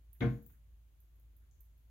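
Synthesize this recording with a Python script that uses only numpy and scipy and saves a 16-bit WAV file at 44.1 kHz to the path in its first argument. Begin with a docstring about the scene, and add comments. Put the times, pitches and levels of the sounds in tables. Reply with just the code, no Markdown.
"""A thud on a bathroom counter

One dull thud: a light first touch, then the full weight, which sets the hollow cabinet booming
and its panels ringing in the small, hard room. Tiny drips tick in the basin, a cat's fur and paws
brush softly nearby, and a motor hums low somewhere in the house."""
import sys
import numpy as np
from scipy import signal
from scipy.fft import rfft, irfft, next_fast_len
from scipy.io import wavfile
from scipy.ndimage import map_coordinates

SR = 44100
rng = np.random.default_rng(int(sys.argv[2]) if len(sys.argv) > 2 else 0)


def dump_mix(stems):
    """Bounce the given channels to the path in sys.argv[1] as a 16-bit WAV at rate SR."""
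    frames = np.atleast_2d(stems).T  # one column per channel
    limited = np.clip(frames, -1, 1)  # hard clip at full scale
    pcm = np.round(limited * 32767).astype(np.int16)
    wavfile.write(sys.argv[1], SR, pcm)


N = 83790


def gain(db):
    """Turn decibels into a number to multiply by."""
    return 10 ** (np.asarray(db) / 20)


def since(start):
    """Seconds since the start, zero before it."""
    return np.maximum(np.arange(N) / SR - start, 0)


def pan(side_db):
    """Left and right gains that make the left side louder by side_db."""
    return gain(np.array([[side_db], [-side_db]]) / 2)


def curve(points, hz):
    """Read between (frequency, value) points, spaced by octaves."""
    frequencies, values = np.transpose(points)
    return np.interp(np.log(hz + 1), np.log(frequencies + 1), values)


def band(hz, centre, width):
    """A hill shape in dB, 3 dB down at width octaves from its centre."""
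    return -3 * (np.log2((hz + 1) / centre) / width) ** 2


def filtered(sound, response):
    """Multiply each frequency in a sound by response(hz)."""
    size = next_fast_len(N + SR // 2)
    hz = np.fft.rfftfreq(size, 1 / SR)
    return irfft(rfft(sound, size) * response(hz), size)[..., :N]


def noise(colour, likeness=None):
    """Stereo noise of strength 1; colour(hz) shapes it in dB, likeness makes the sides agree."""
    def response(hz):
        alike = curve(likeness, hz) if likeness else np.zeros_like(hz)
        angle = np.arccos(np.clip(alike, -1, 1)) / 2
        return gain(colour(hz)) * [np.cos(angle), np.sin(angle)]
    mid, side = filtered(rng.standard_normal((2, N)), response)
    stereo = np.array([mid + side, mid - side])
    return stereo / np.sqrt(np.mean(stereo ** 2) + 1e-20)


def fade_in(start, rise):
    """Climb from 0 towards 1, about two thirds of the way in rise seconds."""
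    return 1 - np.exp(-since(start) / rise)


def fade_out(start, fade):
    """Fall by 60 dB in fade seconds: every fade time below means this."""
    return gain(-60 * since(start) / fade)


def burst(start, fade, rise=0.00031):
    """Jump up and die away; even the hardest hit takes a moment to build."""
    return fade_in(start, rise) * fade_out(start, fade)


def ringing_tone(start, hz, fade, rise, phase=0):
    """One natural note of a struck object: it swells to a peak of 1 and dies."""
    shape = fade_in(start, rise) ** 2 * fade_out(start, fade)
    return shape / shape.max() * np.sin(2 * np.pi * hz * since(start) + phase)


# How long the room holds each pitch (frequency [Hz], fade time [s])
ROOM_FADE = [(100, 0.37), (500, 0.41), (1600, 0.34), (3500, 0.29), (7000, 0.64), (14000, 0.18)]
def fade_in_room(sound, start):
    """Switch a sound on at the start, then let each frequency die at the room's speed."""
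    hz, t, spectrum = signal.stft(sound, SR, nperseg=512)
    fade = gain(-60 * np.maximum(t - start, 0) / curve(ROOM_FADE, hz)[:, None])
    _, faded = signal.istft(spectrum * fade, SR, nperseg=512)
    return faded[:, :N] * (since(start) > 0)


# How alike left and right sound in the room (frequency [Hz], likeness [0 to 1])
ROOM_LIKENESS = [(80, 1), (300, 0.57), (700, 0.028), (1300, 0), (8000, 0)]
def room_noise(colour):
    """Noise whose bass is the same on both sides and whose treble is spread wide."""
    return noise(colour, ROOM_LIKENESS)


# Tone colour of the room's air (frequency [Hz], relative level [dB])
AIR_COLOUR = [(20, 2.5), (30, -1), (55, 5.5), (80, 2), (100, -5), (130, -6), (175, -22), (280, -20.5),
              (450, -26.5), (1000, -32), (3300, -34.5), (5000, -40), (5900, -41), (6700, -34.5),
              (7500, -42.5), (9500, -40), (12000, -34.5), (15500, -36)]
# How alike the air sounds left and right (frequency [Hz], likeness [0 to 1])
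AIR_LIKENESS = [(60, 0.95), (250, 0.38), (700, 0.028), (2000, 0), (10000, 0)]
def room_air():
    """A steady, quiet rumble with a little hiss."""
    return gain(-65) * noise(lambda hz: curve(AIR_COLOUR, hz), AIR_LIKENESS)


def motor_hum(hz=54.6, level_db=-60.5, waver_db=0.5):
    """A distant motor hums one low note whose level wavers slightly."""
    t = since(0)
    waver = map_coordinates(rng.standard_normal(64), [t * 9], mode="mirror")  # 9 values a second
    return np.sqrt(2) * gain(level_db + waver_db * waver) * np.sin(2 * np.pi * hz * t)


# How the brushing of fur swells and sinks (time [s], level [dB])
FUR_LEVELS = [(.14, -103), (.21, -72), (0.371, -74.5), (.41, -80), (.54, -80.5), (.62, -103.5)]
# Tone colour of the fur (frequency [Hz], relative level [dB])
FUR_TONE = [(1000, -29), (5500, -35), (6800, 1), (7500, -21), (9700, -10), (12000, -1), (15500, -6.5)]
def fur_brushing():
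    """The cat's fur brushes with a soft, high hiss on the right."""
    level_db = np.interp(since(0), *np.transpose(FUR_LEVELS))
    return gain(level_db) * noise(lambda hz: curve(FUR_TONE, hz)) * pan(-4)


# Paws on the counter (time [s], level [dB], pitch [Hz], width [octaves], swell time [s])
PAW_SCUFFS = [(0.147, -80.5, 2040, 0.3, 0.0092), (0.495, -75, 800, 1.06, 0.0076),
              (0.529, -80.5, 1600, 0.26, 0.014), (1.16, -85, 346, 0.8, 0.024),
              (1.409, -85.5, 1420, 0.32, 0.016)]
def paw_scuffs():
    """Soft paws shift and rub, each time making a brief swell of noise."""
    out = np.zeros((2, N))
    for start, db, centre, width, swell_time in PAW_SCUFFS:
        progress = since(start) / swell_time
        swell = progress * np.exp(1 - progress)
        out += gain(db) * swell * room_noise(lambda hz: band(hz, centre, width))
    return out


# Drips in the basin (time [s], level [dB], pitch [Hz], width [octaves], left over right [dB])
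BASIN_DRIPS = [(0.1307, -54, 14000, 0.25, -12), (0.4203, -66.5, 15100, 0.14, 5),
               (0.4264, -62, 13200, 0.16, -12), (0.4634, -50, 15360, .14, 9),
               (0.5034, -64.5, 13300, 0.22, -10), (0.5216, -60.5, 14710, 0.21, -7.5),
               (1.0031, -62.5, 13000, .14, -7), (1.1574, -73, 12300, .1, -11),
               (1.1982, -63.5, 14500, 0.19, -5), (1.3653, -61.5, 14200, 0.22, -7),
               (1.5114, -72, 6470, 0.1, 15.5), (1.606, -56.5, 13250, 0.115, -13),
               (1.7776, -72, 12200, 0.08, -13)]
def drips(echo_db=-10):
    """Each drip is a very short, high tick with a faint wash of room echo behind it."""
    out = np.zeros((2, N))
    for start, db, centre, width, side_db in BASIN_DRIPS:
        def colour(hz):
            octaves_away = abs(np.log2((hz + 1) / centre))
            return np.maximum(band(hz, centre, width), -16 - 11.5 * octaves_away)  # peak, wide base
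        tick = noise(colour) * burst(start, fade=0.016) * pan(side_db)
        echo = fade_in_room(noise(colour), start) * pan(side_db / 2)
        out += gain(db) * (tick + gain(echo_db) * echo)
    return out


RING_START_S, RING_RISE_S = 0.214, 0.0049  # shared by the room's bass and the panels' notes
def room_bass():
    """The room holds a faint trace of the boom after the cabinet is still."""
    rumble = room_noise(lambda hz: band(hz, centre=116, width=0.47))
    return gain(-52) * rumble * burst(RING_START_S, fade=0.95, rise=RING_RISE_S)


# Natural notes of the cabinet's panels (pitch [Hz], relative level [dB], fade time [s])
PANEL_NOTES = [(565, -51, .19), (830, -49, .15), (863, -52, .22), (955, -57, .28), (1031, -50.5, .17),
               (1184, -50, .17), (1254, -56, .22), (1396, -54, .28), (1421, -54, .2), (1520, -48, .3),
               (1560, -51, .28), (1627, -49.5, .24), (1784, -49, .18), (2005, -53, .18), (2140, -40, .08),
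               (2160, -44.5, .23), (2357, -54, .25), (3330, -54, .16), (3725, -58, .15), (6200, -67, .1)]
def panel_ring(level_db=-3):
    """The shaken panels ring with clear notes, each out of step between left and right."""
    out = np.zeros((2, N))
    for hz, db, fade in PANEL_NOTES:
        phases = rng.normal(0, 1, (2, 1))
        out += gain(level_db + db) * ringing_tone(RING_START_S, hz, fade, RING_RISE_S, phases)
    return out


# Tone colour of the panels' clatter (frequency [Hz], relative level [dB])
CLATTER_COLOUR = [(25, -13.5), (60, -5), (250, 5.5), (520, -4), (760, -5), (950, -9), (1650, -5),
                  (2300, -7.5), (2750, -13), (3700, -16), (4900, -34.5), (6700, -36.5), (7600, -48.5),
                  (15000, -54)]
# Hits on the counter
# (time [s], clatter level [dB], treble tilt [dB per octave], crack level [dB], crack pitch [Hz])
COUNTER_HITS = [(0.206, -45.5, 2, -51.5, 3200), (0.216, -39.5, -2, -48, 2120),
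                (0.2313, -47.5, -1, -52, 1950)]
def counter_hits():
    """Each hit opens with a short crack and sets off a panel clatter that dies in the room."""
    out = np.zeros((2, N))
    for start, clatter_db, tilt, crack_db, crack_hz in COUNTER_HITS:
        clatter = room_noise(lambda hz: curve(CLATTER_COLOUR, hz) + tilt * np.log2(hz + 1))
        crack = room_noise(lambda hz: band(hz, crack_hz, width=0.22))
        out += gain(clatter_db) * fade_in_room(clatter, start) * fade_in(start, rise=0.00133)
        out += gain(crack_db) * crack * burst(start, fade=0.048)
    return out


# Pushes on the countertop as the weight lands (time [s], level [dB])
COUNTER_PUSHES = [(0.205, -36), (0.2148, -40)]
def counter_pushes():
    """The weight presses the countertop down (the minus sign) in short, low thumps."""
    return -sum(gain(db) * ringing_tone(start, hz=120, fade=0.064, rise=0.003)
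                for start, db in COUNTER_PUSHES)


# Natural notes of the hollow cabinet, before the weight muffles them
# (pitch [Hz], level [dB], fade time [s], rise time [s], left over right [dB])
CABINET_NOTES = [(52.7, -39.5, 0.37, 0.027, -0.5), (79.5, -39, 0.27, 0.0091, 3),
                 (111.96, -34.5, 0.44, 0.011, 0.5), (125.4, -27, .19, 0.42, -0.5),
                 (143.4, -42.5, 0.53, 0.02, 1), (188.7, -46.5, 0.31, 0.037, 7),
                 (217.85, -38, 0.38, 0.028, 9), (242.1, -37, .2, 0.053, -1.5),
                 (258.1, -35, 0.28, 0.0092, 9.5), (297.6, -44, 0.35, .03, -3),
                 (325.2, -41.5, 0.26, 0.008, -1), (340.2, -37.5, 0.3, 0.011, -2),
                 (359.7, -38.5, .12, .02, 6), (463.2, -38.4, .157, .09, 2), (467.5, -43.2, .275, .09, 2),
                 (1071, -54, .17, .2, 3), (639, -53.5, 0.27, 0.039, 4), (698, -47, 0.29, .008, 1),
                 (731.7, -49.5, 0.17, 0.032, 7)]
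def cabinet_boom(start=0.2058, muffle_start=0.368, muffle_db_per_s=171, muffle_below_hz=200):
    """The landing weight sets the cabinet booming, then muffles its deep notes as it settles."""
    head_start = np.array([[1], [-1]]) * 0.00014 / 2  # seconds; the left side hears it first
    out = np.zeros((2, N))
    for hz, db, fade, rise, side_db in CABINET_NOTES:
        muffle_db = muffle_db_per_s * since(muffle_start) * (hz < muffle_below_hz)
        phases = np.pi + 2 * np.pi * hz * head_start
        out += gain(db - muffle_db) * ringing_tone(start, hz, fade, rise, phases) * pan(side_db)
    return out


def scene():
    """The thud, the drips and the cat's small movements over the quiet room."""
    panels = (panel_ring() + counter_hits()) * pan(5)
    thud = cabinet_boom() + counter_pushes() + panels + room_bass()
    return thud + drips() + paw_scuffs() + fur_brushing() + motor_hum() + room_air()


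def record(dry, low_hz=35, top_hz=15900):
    """Soften the deepest bass and cut off the very highest treble."""
    return filtered(dry, lambda hz: hz ** 4 / np.sqrt(hz ** 8 + low_hz ** 8) * (hz < top_hz))


dry = scene()
out = record(dry)
dump_mix(out)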